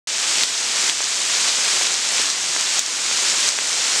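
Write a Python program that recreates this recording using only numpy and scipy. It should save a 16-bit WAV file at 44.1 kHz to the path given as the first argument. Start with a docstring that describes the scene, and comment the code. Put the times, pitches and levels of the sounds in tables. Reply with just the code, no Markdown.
"""Wind in an autumn forest

Thousands of dry leaves tap each other in a steady wind, over the soft rush of distant crowns.
Brittle edges snap, and falling leaves land close by with sharp ticks and duller pats.
The mono recorder's gain control ducks after each loud tick and creeps back up."""
import sys
import numpy as np
from scipy import signal
from scipy.fft import rfft, irfft
from scipy.io import wavfile
from scipy.ndimage import map_coordinates

SR = 44100
rng = np.random.default_rng(int(sys.argv[2]) if len(sys.argv) > 2 else 0)


def materialize(psi):
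    """Save the field psi as 16-bit PCM at rate SR to the path in sys.argv[1].

    A 1-D psi becomes a single channel; in a 2-D psi each row is a channel.
    """
    bounded = np.clip(np.atleast_2d(psi).T, -1, 1)
    quanta = np.round(bounded * 32767).astype(np.int16)
    wavfile.write(sys.argv[1], SR, quanta)


N = 176400
LEAF_Q = 1.18  # a dry leaf barely rings


def undb(db):
    """Decibels to gain."""
    return 10 ** (np.asarray(db) / 20)


def level(x, db):
    """Set the rms level."""
    return x * undb(db) / np.sqrt(np.mean(x ** 2))


def colour(x, points):
    """Equalise a sound along a curve of (f/Hz, level/dB) points."""
    hz, db = np.array(points).T
    f = np.maximum(np.arange(N // 2 + 1) * SR / N, 1)
    return irfft(rfft(x) * undb(np.interp(np.log(f), np.log(hz), db)), N)


def walk(steps_per_s):
    """Smooth random motion with a spread of one."""
    steps = rng.standard_normal(400)
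    y = map_coordinates(steps, [np.arange(N) / SR * steps_per_s], order=3, mode="mirror")
    return (y - y.mean()) / y.std()


def resonate(x, hz, q):
    """A band-pass resonance with gain one at its centre."""
    w = 2 * np.pi * hz / SR
    a = np.sin(w) / (2 * q)
    return signal.lfilter([a, 0, -a], [1 + a, -2 * np.cos(w), 1 - a], x)


def rustle(flutter_db=0.86, flutter_per_s=14, spread_db=4):
    """Countless leaf touches, each a click ringing for a cycle or two; bright ones come most often."""
    # EQ of the rustle: f/Hz, level/dB
    rustle_eq = [(12, -67), (20, -32.5), (54, -27), (391, -13.5), (6840, 0), (8080, -2), (15300, -43)]
    out, shared_flutter = np.zeros(N), walk(flutter_per_s)
    for hz in np.geomspace(120, 13000, 15):
        touches_per_s = 760 * (hz / 1000) ** .6
        touch = rng.random(N) < touches_per_s / SR
        size = undb(spread_db * np.minimum(rng.exponential(size=N), 3.36))
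        clicks = level(touch * size * rng.choice([-1, 1], N), 0)
        flutter = undb(flutter_db * (0.2 * shared_flutter + walk(flutter_per_s)))
        out += resonate(clicks, hz, LEAF_Q) * flutter
    return level(colour(out, rustle_eq), -19.5)


def crackles(snaps_per_s=14, hz=8800, q=1.5):
    """Brittle leaf edges give tiny bright snaps at random moments."""
    snap = rng.random(N) < snaps_per_s / SR
    size = undb(-18 - 3 * rng.standard_normal(N))
    return resonate(resonate(snap * size, hz, q), hz, q)


def crowns(sway_db=0.24):
    """Distant foliage blurs into a smooth, gently swaying rush."""
    # spectrum of the distant crowns: f/Hz, level/dB
    crown_eq = [(18, -68), (30, -38.5), (364, -10), (612, -11), (2920, -2), (6700, 0), (8040, -4),
                (15000, -40.5)]
    rush = level(colour(rng.standard_normal(N), crown_eq), -21.5)
    return rush * undb(-sway_db * walk(6))


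def landings(hits, decay_cycles, q, attack_cycles=0.25, settle_s=0.0023):
    """Each landing is a heavily damped ring with a faint crinkle as the leaf settles."""
    out, t = np.zeros(N + SR), np.arange(SR // 25) / SR
    soften = signal.butter(3, [256, 9500], "bandpass", fs=SR, output="sos")
    for start, peak_db, hz in hits:
        cycles = t * hz
        attack = 1 - np.exp(-(cycles / attack_cycles) ** 2)
        decay = np.exp(-cycles / decay_cycles)
        ring = resonate(np.sin(2 * np.pi * cycles) * attack * decay, hz, q)
        leaf_noise = resonate(rng.standard_normal(len(t)), hz, LEAF_Q)
        crinkle = level(leaf_noise, -28) * np.exp(-t / settle_s)
        hit = signal.sosfilt(soften, ring / np.abs(ring).max() + crinkle)
        i = int(start * SR)
        out[i:i + len(t)] += undb(peak_db) * hit / np.abs(hit).max()
    return out[:N]


def ticks():
    """Dry leaves land nearby with a crisp, high tick."""
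    # onset, peak and ring of each tick: t/s, level/dB, f/Hz
    tick_hits = [(.183, -3, 5000), (.4274, -7, 5800), (.4352, 4, 4020), (.578, -2, 4970), (.8803, -6, 5200),
                 (.8968, 0.5, 3300), (1.02, -7, 6000), (1.042, -0.5, 5550), (1.094, -6, 6400),
                 (1.35, -3, 4370), (1.371, -6.5, 5600), (1.493, -4, 3930), (1.869, -4, 3870),
                 (1.942, -3.5, 6000), (2.05, -4.5, 3820), (2.182, -6, 3400), (2.257, -3, 5200),
                 (2.3018, 2, 5300), (2.61, -1.5, 6600), (2.7931, 6.5, 6670), (2.863, 1, 6000),
                 (3.299, -2.5, 5560), (3.4895, 0, 5550), (3.73, -3.5, 5500), (3.843, -14, 4930)]
    return landings(tick_hits, decay_cycles=.9, q=0.83)


def pats():
    """Leaves drop on the leaf litter with a dull pat that dies in about a cycle."""
    # onset, peak and ring of each pat: t/s, level/dB, f/Hz
    pat_hits = [(1.0053, -8.5, 1050), (1.345, -20, 900), (1.8125, -19.5, 750), (2.1975, -18, 625),
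                (2.5635, -7.5, 1410), (2.77, -25, 700), (3.1128, -13, 1410), (3.5878, -1.2, 2000),
                (3.96, -21, 606)]
    return landings(pat_hits, decay_cycles=0.35, q=0.18)


def scene():
    """The foliage bed rides the wind; leaves land around the microphone."""
    # strength of the wind: t/s, level/dB
    wind_curve = [(0, -1), (.38, 1.7), (.6, 0.9), (.85, 1.1), (1.12, 0.3), (1.25, 0), (1.75, -0.5),
                  (2.0, -1.4), (2.2, -0.5), (2.42, -0.5), (2.75, 0.3), (2.98, -0.2), (3.18, 1), (3.66, 0.2),
                  (4.0, -1.2)]
    wind = undb(np.interp(np.arange(N) / SR, *np.array(wind_curve).T))
    foliage = rustle() + crackles() + crowns()
    mono = wind * foliage + ticks() + pats()
    return np.array([mono, mono])


def record(dry, threshold_db=-6, max_duck_db=7.5, attack_s=0.014, release_db_per_s=13.5):
    """Gain control dips on peaks and recovers steadily; the loudest ticks clip and the top is cut."""
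    t = np.arange(N) / SR - .072  # the sound opens after a moment of silence
    x = dry * (t >= 0)
    over_db = np.maximum(20 * np.log10(np.abs(x[0]) + 1e-9) - threshold_db, 0)
    target_db = np.where(t < 0, 6, np.minimum(0.84 * over_db, max_duck_db))  # starts ducked
    recovery_db = release_db_per_s * t
    held_db = np.maximum.accumulate(target_db + recovery_db) - recovery_db
    pole = np.exp(-1 / (attack_s * SR))
    duck_db = signal.lfilter([1 - pole], [1, -pole], held_db)
    clipped = np.clip(x * undb(-duck_db), -.93, .93)
    high_cut = signal.ellip(8, .2, 70, 15300, fs=SR, output="sos")
    return signal.sosfilt(high_cut, clipped)


dry = scene()
out = record(dry)
materialize(out)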